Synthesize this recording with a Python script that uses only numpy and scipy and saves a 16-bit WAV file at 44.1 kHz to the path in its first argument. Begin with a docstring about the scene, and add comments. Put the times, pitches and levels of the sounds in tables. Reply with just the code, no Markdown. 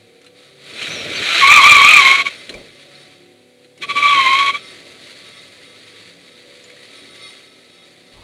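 """Wheelspin on asphalt, heard just behind the wheel

An electric car's tread scrubs (grainy noise), then squeals (unsteady sines) and overloads the microphone.
A second, juddering squeal follows. Stones crack and ring; the car rolls over grit (patchy noise) with whine,
and motor and pump hum (harmonics) over rumble, deep rumble and hiss (filtered noise)."""
import sys
import numpy as np
from scipy import signal
from scipy.fft import rfft, irfft, next_fast_len
from scipy.io import wavfile

SR = 44100
rng = np.random.default_rng(int(sys.argv[2]) if len(sys.argv) > 2 else 0)


def unload_audio(sound):
    """Save the sound as a 16-bit wav file, at the path given as the first command line argument."""
    columns = np.transpose(np.atleast_2d(sound))
    # keep every value between -1 and 1, then stretch to whole-number steps
    steps = np.round(np.clip(columns, -1, 1) * 32767)
    wavfile.write(sys.argv[1], SR, steps.astype(np.int16))


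N = 362943
TIME = np.arange(N) / SR
FULL_SLIDE_DB = -14  # reference slide strength

# strength of rolling on grit: start_s, level_db
ROLL_LEVEL = [(.33, -55), (.38, -47.5), (.55, -50.5), (.7, -37), (2.4, -40.5), (2.7, -46), (3.0, -43.5),
              (3.35, -55.5), (3.75, -57), (3.9, -37.5), (4.9, -39.5), (6.2, -45), (7.25, -41.5), (7.5, -47),
              (8.23, -47.5)]


def from_db(db):
    """Decibels to gain."""
    return 10 ** (np.asarray(db) / 20)


def rms_one(x):
    """Scale to unit power."""
    return x / np.sqrt(np.mean(x ** 2) + 1e-20)


def in_time(*tables):
    """Join tables end to end and interpolate each column at every sample."""
    s, *columns = np.vstack(tables).T
    return [np.interp(TIME, s, c) for c in columns]


def drift(corner_hz):
    """Smooth random signal of unit power, low-passed around corner_hz, made at SR / 16."""
    hz = np.arange(N // 32 + 1) * SR / (N // 16 * 16)
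    spectrum = rfft(rng.standard_normal(N // 16))[:len(hz)]
    slow = irfft(spectrum / (1 + (hz / corner_hz) ** 2))
    return np.interp(np.arange(N) / 16, np.arange(len(slow)), rms_one(slow))


def noise(colour):
    """Noise of unit power with the given spectrum, falling away below its first point."""
    size = next_fast_len(N, real=True)
    hz, db = np.transpose(colour)
    bins_hz = np.maximum(np.arange(size // 2 + 1) * SR / size, 1)
    gain = from_db(np.interp(np.log(bins_hz), np.log(hz), db))
    gain = gain * np.minimum(bins_hz / hz[0], 1)
    return rms_one(irfft(rfft(rng.standard_normal(size)) * gain, size)[:N])


def resonances(modes):
    """Random friction rings narrow modes, each given as centre_hz, width_hz, level_db."""
    size = next_fast_len(N, real=True)
    bins_hz = np.arange(size // 2 + 1) * SR / size
    power = 0
    for hz, width_hz, db in modes:
        peak = rms_one(1 / (1 + ((bins_hz - hz) / width_hz) ** 2))
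        power = power + from_db(2 * db) * peak ** 2
    return irfft(rfft(rng.standard_normal(size)) * np.sqrt(power), size)[:N]


def turn(hz):
    """Phase in radians of an oscillation whose frequency moves."""
    return 2 * np.pi * np.cumsum(hz) / SR


def slip(hz, spread):
    """Phase of rubber that sticks and slips at an unsteady rate."""
    return turn(hz * (1 + spread * (.6 * drift(18) + .8 * drift(162.75))))


def ring(push, hz, t60_s):
    """Two-pole resonator: a unit click starts a decaying sine of initial height 1."""
    r = from_db(-60 / (t60_s * SR))
    w = 2 * np.pi * hz / SR
    return signal.lfilter([0, np.sin(w)], [1, -2 * r * np.cos(w), r * r], push + 1e-18)


def swell(start_s, end_s, attack_s, release_s):
    """Gain that rises linearly, holds until the end and dies away exponentially."""
    rise = np.clip((TIME - start_s) / attack_s, 0, 1)
    return rise * np.exp(-np.maximum(TIME - end_s, 0) / release_s)


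def arch(x):
    """Short reflections between road, wheel and arch comb the spectrum; power stays about the same."""
    # delay_s, gain (linear)
    reflections = [(.0023, -0.019), (.0037, -0.073), (.0061, 0.15), (.0094, -0.12), (0.0149, .2),
                   (0.0209, 0.037)]
    echoes = sum(gain * np.pad(x, (round(delay_s * SR), 0))[:N] for delay_s, gain in reflections)
    return (x + echoes) / np.sqrt(1 + sum(gain ** 2 for _, gain in reflections))


def slide_db():
    """How hard the rubber slides; drives scrub, squeal, rumble and motor."""
    # one table per wheelspin: start_s, level_db
    long_slide = [(.6, -61.5), (.82, -28.5), (1.06, -31), (1.36, -17), (1.6, -14), (2.07, -14),
                  (2.268, -21.5), (2.3, -34.5), (2.38, -45.5), (2.8, -57)]
    short_slide = [(3.77, -67), (3.822, -26.5), (3.972, -19.5), (4.288, -16.5), (4.49, -19.5),
                   (4.558, -26.5), (4.588, -42.5), (4.8, -69.5)]
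    return in_time(long_slide, short_slide)[0]


def stick_slip_hz():
    """Stick-slip rate of the tread through both squeals."""
    # one table per squeal: start_s, pitch_hz
    spin_pitch = [(1.395, 1337), (1.426, 1092), (1.464, 1102), (1.544, 1228), (1.618, 1084), (1.685, 1201),
                  (1.83, 1113), (1.922, 1257), (2.034, 1072), (2.3, 1131)]
    hop_pitch = [(3.83, 1137), (4.097, 1159), (4.262, 1047), (4.31, 1077), (4.42, 1122), (4.499, 1107),
                 (4.578, 1175)]
    return in_time(spin_pitch, hop_pitch)[0]


def road_contact():
    """The tyre bounces as it loses or regains grip: a gain that dips at every hop."""
    # highest_hop_s, dip_db, dying_s (fade on both sides)
    judders = [(2.241, 17, 0.052), (3.87, 26, 0.11), (4.306, 3, 0.16), (4.525, 10.5, 0.055)]
    hop_period_s, hop_half_length_s = .071, 0.017
    dip_db = 0
    for s, db, dying_s in judders:
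        from_hop_s = (TIME - s + hop_period_s / 2) % hop_period_s - hop_period_s / 2
        dying = ((TIME - s) / dying_s) ** 2
        hop = (from_hop_s / hop_half_length_s) ** 2
        dip_db = dip_db + db * np.exp(-dying - hop)
    return from_db(-dip_db)


def singing_tread():
    """Gains of fundamental, octave and neighbouring patches, and the share left as rasp."""
    # start_s, end_s, fundamental_db and octave_db (against the slide), fundamental_fade_db_per_s,
    # rasp_change_db, neighbours_db
    squeals = [(1.27, 1.37, 5.4, -3, 0, -0.5, -3), (1.408, 2.27, 10.65, 11, 12, -1.5, -2),
               (3.827, 4.558, 9.26, 7, 3.5, -5.5, -10)]
    attack_s, release_s = .025, .025
    first, second, crowd = 0, 0, 0
    rasp_db = -1.0  # outside the squeals
    for start_s, end_s, first_db, second_db, fade_db_per_s, change_db, crowd_db in squeals:
        on = swell(start_s, end_s, attack_s, release_s)
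        fade_db = fade_db_per_s * np.clip(TIME - start_s, 0, end_s - start_s)
        first = first + on * from_db(first_db - fade_db)
        second = second + on * from_db(second_db)
        crowd = crowd + on * from_db(crowd_db)
        rasp_db = rasp_db + on * change_db
    return first, second, crowd, from_db(rasp_db)


def hiss(level_db=-62.5):
    """Steady background hiss: coloured noise."""
    # freq_hz, density_db (per Hz, relative)
    hiss_colour = [(700, 3.5), (4000, -8), (6000, -4.5), (10000, -0.5), (12000, -8.5), (15000, -17.5)]
    return from_db(level_db) * noise(hiss_colour)


def pump(pulse_hz=35.4, wander=.002, flutter_db=5.5):
    """A small pump at nearly steady speed: fluttering harmonics of its pulse rate."""
    # multiple (of pulse_hz), level_db (rms, before flutter)
    harmonics = [(3, -68.5), (4, -68.5), (5, -70.5), (7, -67), (8, -66.5), (10, -59.5), (11, -64.5),
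                 (13, -69), (14, -61), (16, -64.5), (21, -72), (22, -76.5)]
    phase = turn(pulse_hz * (1 + wander * drift(1.8)))
    hum = 0
    for k, db in harmonics:
        gain = from_db(db + flutter_db * drift(1.6))
        hum = hum + gain * np.sin(k * phase + rng.uniform(0, 2 * np.pi))
    return np.sqrt(2) * hum


def rumble(lumpy_db=2.5, release_s=.06):
    """Rolling, sliding and lumpy jolts shake the carcass; a deep low swell sounds under the loudest squeal and
    at two thumps."""
    # freq_hz, density_db (per Hz, relative)
    rumble_colour = [(30, -23), (65, -13.5), (110, -2), (200, -2), (350, 1.5), (580, 2), (750, -8.5),
                     (950, -23), (2000, -42.5)]
    deep_colour = [(15, -7), (40, -2), (70, -7), (150, -15), (600, -16), (1150, -14.5), (1600, -51)]
    # tyre breaking loose, then biting again: start_s, end_s, attack_s, level_db
    jolt_rows = [(.7, 1.2, 0.47, -30.5), (2.485, 2.565, 0.013, -33.5)]
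    # low swells: under the loudest squeal and at two thumps: start_s, end_s, attack_s, level_db
    low_swell_rows = [(1.416, 2.03, .35, -48), (2.48, 2.57, 0.052, -45), (8.114, 8.224, 0.076, -45)]
    usual_roll_db = -43
    # level at usual rolling / full slide, and the share of their swing that it follows
    roll_rumble_db, roll_follows = -49.5, 0.92
    slide_rumble_db, slide_follows = -37.5, 0.42

    def swells(rows):
        """Sum of the level swells in a table."""
        return sum(from_db(db) * swell(start_s, end_s, attack_s, release_s)
                   for start_s, end_s, attack_s, db in rows)

    jolted = swells(jolt_rows) * rms_one(from_db(lumpy_db * drift(30)))
    roll_db, = in_time(ROLL_LEVEL)
    rolled = from_db(roll_rumble_db + roll_follows * (roll_db - usual_roll_db))
    slid = from_db(slide_rumble_db + slide_follows * (slide_db() - FULL_SLIDE_DB))
    carcass = np.sqrt(rolled ** 2 + slid ** 2 + jolted ** 2) * noise(rumble_colour)
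    return carcass + swells(low_swell_rows) * noise(deep_colour)


def rolling(grain_db=1.5, level_db=0.5, patchy_db=1.35, whine_flutter_db=4.0):
    """Tread crunches over patches of fine grit; drive and wheel whine along with it."""
    # freq_hz, density_db (per Hz, relative)
    roll_colour = [(600, -26), (900, -12.5), (1300, -8), (1600, -6), (2050, 2), (2900, -3.5), (3900, 0.5),
                   (4600, -1), (5200, -17), (6200, -13), (8200, -15), (10500, -18), (11800, -28.5),
                   (15000, -38.5)]
    # narrow tones: centre_hz, width_hz, level_db (against the rolling level, before flutter)
    whine_modes = [(1303, 11, -19), (1148, 10, -23), (2088, 16, -15), (2460, 12, -24.5), (3360, 12, -16.5),
                   (3770, 36, -10), (4446, 14, -26), (4400, 14, -23.5), (5380, 70, -20.5), (6140, 14, -30),
                   (9120, 70, -20.5), (9760, 12, -30.5)]
    texture = from_db(grain_db * drift(250) + patchy_db * drift(12))
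    crunch = from_db(level_db) * rms_one(noise(roll_colour) * texture)
    whine = resonances(whine_modes) * from_db(whine_flutter_db * drift(3.7))
    return from_db(in_time(ROLL_LEVEL)[0]) * (arch(crunch) + whine)


def motor(octave_db=3.5, flutter_db=8.5, wander=0.03):
    """Gear teeth hum a note and its octave that follow the wheel speed, louder with harder sliding."""
    # start_s, pitch_hz (before wander)
    gear_note = [(.8, 118), (1.4, 360), (1.7, 432), (2.0, 391.6), (3.1, 170), (3.8, 166.2), (4.08, 301.3),
                 (4.3, 326.3), (4.46, 306), (4.75, 190)]
    full_slide_level_db, follows = -47.5, 0.65  # follows: share of the slide's swing
    hz, = in_time(gear_note)
    db = full_slide_level_db + follows * (slide_db() - FULL_SLIDE_DB)
    phase = turn(hz * (1 + wander * drift(25)))
    note = np.sin(phase) * from_db(flutter_db * drift(13))
    octave = np.sin(2 * phase) * from_db(octave_db + flutter_db * drift(26))
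    return from_db(db) * (note + octave)


def stones(crack_s=0.0093, ring_t60_s=.03, level_db=5.0):
    """Stones crack against the wheel arch, which rings briefly at a pitch set by where each lands."""
    # start_s, peak_db (before level_db), ring_hz, ring_db (against the crack)
    stone_hits = [(.2154, -41.5, 4280, -6), (0.2452, -43, 1350, -2), (0.264, -35.5, 4080, 2.5),
                  (0.825, -19.5, 3140, 6), (0.889, -28, 2550, -6), (2.4935, -20, 4100, 2),
                  (2.5406, -27, 2360, 7), (2.9517, -37, 4160, 28), (3.6452, -39.5, 4130, 3),
                  (3.7769, -40.5, 2190, -17), (6.6393, -38, 7050, 0), (6.699, -37, 2220, 7),
                  (6.766, -43, 1900, 6)]
    # freq_hz, density_db (per Hz, relative)
    crack_colour = [(500, -25), (1000, -12), (1500, -0.5), (2400, 3), (3000, 4), (4000, -5), (5000, -3),
                    (10000, -9), (14000, -40)]
    out, grit = np.zeros(N), noise(crack_colour)
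    age_s = np.arange(SR // 8) / SR
    for s, db, hz, ring_db in stone_hits:
        first = round(s * SR)
        span = slice(first, first + len(age_s))
        crack = grit[span] * np.exp(-age_s / crack_s)
        hit = rms_one(crack) + from_db(ring_db) * rms_one(ring(crack, hz, ring_t60_s))
        out[span] += from_db(db + level_db) * hit / np.abs(hit).max()
    return out


def squeaks(waver=.025):
    """Edges of the tread sing briefly before the whole patch lets go: short gliding sines."""
    # centre_s, length_s, start_hz, end_hz, peak_db
    squeak_rows = [(.92, 0.057, 5700, 6450, -33), (0.976, 0.14, 6030, 5430, -33.5),
                   (1.16, 0.0378, 6260, 5960, -31), (1.18, 0.045, 4580, 4380, -25)]
    out, unsteady = 0, 1 + waver * drift(207)
    for s, length_s, start_hz, end_hz, db in squeak_rows:
        hz = np.interp(TIME, [s - length_s / 2, s + length_s / 2], [start_hz, end_hz])
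        envelope = np.exp(-(2 * (TIME - s) / length_s) ** 2)
        out = out + from_db(db) * envelope * np.sin(turn(hz * unsteady))
    return out


def scrub(grain_db=2.0, level_db=5.5, rib_flutter_db=4.5):
    """Rubber tears over the asphalt with a grainy rasp; what does not rasp sets ribs and tyre singing."""
    # freq_hz, density_db (per Hz, relative)
    scrub_colour = [(700, -12), (950, -16.5), (1400, -3.5), (1750, -4), (2400, 4.5), (2800, -3),
                    (3300, -1.5), (4100, 0.5), (4800, -16), (6500, -15), (9500, -24), (12500, -34),
                    (15500, -46.5)]
    # ribs beside the leading one: pitch_ratio, level_db (against the scrub), spread (factor for slip)
    tread_ribs = [(1.839, -8.5, .03), (2.1, -11.5, 0.049), (2.91, -3, .024)]
    # fixed tyre resonances: centre_hz, width_hz, level_db (against the scrub)
    tyre_modes = [(2380, 70, -5), (2570, 60, -7), (3170, 110, -7), (3900, 150, -9)]
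    pitch_hz = stick_slip_hz()
    rasp = singing_tread()[-1]
    singing = np.sqrt(np.clip(2 * (1 - rasp ** 2), 0, 1))
    ribs = 0
    for ratio, db, spread in tread_ribs:
        tone = np.sin(slip(ratio * pitch_hz, spread))
        ribs = ribs + from_db(db) * rms_one(tone * from_db(rib_flutter_db * drift(40)))
    grains = from_db(level_db) * rms_one(noise(scrub_colour) * from_db(grain_db * drift(180)))
    return from_db(slide_db()) * arch(rasp * grains + singing * (ribs + resonances(tyre_modes)))


def squeal(crowd_db=-1.5, crowd_octave_db=1.0, crowd_spread=2.6, flutter_db=1.52,
           octave_flutter_db=3.0, count=3):
    """One patch of tread leads the stick-slip; its neighbours slip at stray rates and beat against it."""
    # tyre resonances that swell fundamental and octave: centre_hz, half_width_hz
    squeal_peaks = [(1116, 75), (2410, 165)]
    pitch_hz = stick_slip_hz()
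    first, second, crowd_gain, _ = singing_tread()
    # blocks fall out of step with harder sliding and away from the lower resonance
    slide_disorder = 0.02143 * from_db(slide_db() - FULL_SLIDE_DB)
    detune_disorder = .2 * (pitch_hz / squeal_peaks[0][0] - 1)
    disorder = np.hypot(slide_disorder, detune_disorder)
    lead = turn(pitch_hz * (1 + disorder * 0.6034 * drift(141.0)))
    crowd = [slip(pitch_hz, disorder * crowd_spread) for _ in range(count)]
    partials = [(1, first, crowd_db, flutter_db), (2, second, crowd_octave_db, octave_flutter_db)]
    out = 0
    for k, gain, stray_db, shake_db in partials:
        peak_hz, half_width_hz = squeal_peaks[k - 1]
        resonance = 1 / np.hypot(1, (k * pitch_hz - peak_hz) / half_width_hz)
        strays = sum(np.sin(k * phase) for phase in crowd) / np.sqrt(count)
        mix = crowd_gain * from_db(stray_db)
        song = (np.sin(k * lead) + mix * strays) / np.hypot(1, mix)
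        out = out + gain * resonance * rms_one(song * from_db(shake_db * drift(54)))
    return from_db(slide_db()) * out


def scene(squeal_dip_ratio=1.65):
    """Sum of all sources, dry; the squeal dips deeper at a hop than the scrub does."""
    contact = road_contact()
    background = hiss() + pump() + rumble()
    car = rolling() + motor() + stones()
    sliding = squeaks() + contact * scrub() + contact ** squeal_dip_ratio * squeal()
    return (background + car + sliding)[None]


def record(dry, gain_db=-2.5, cutoff_hz=15700):
    """Overload flattens the loudest peaks, then a zero-phase low-pass cuts the top."""
    clipped = np.clip(dry * from_db(gain_db), -1, 1)
    low_pass = signal.ellip(8, .05, 50, cutoff_hz, fs=SR, output="sos")
    return signal.sosfiltfilt(low_pass, clipped)


dry = scene()
out = record(dry)
unload_audio(out)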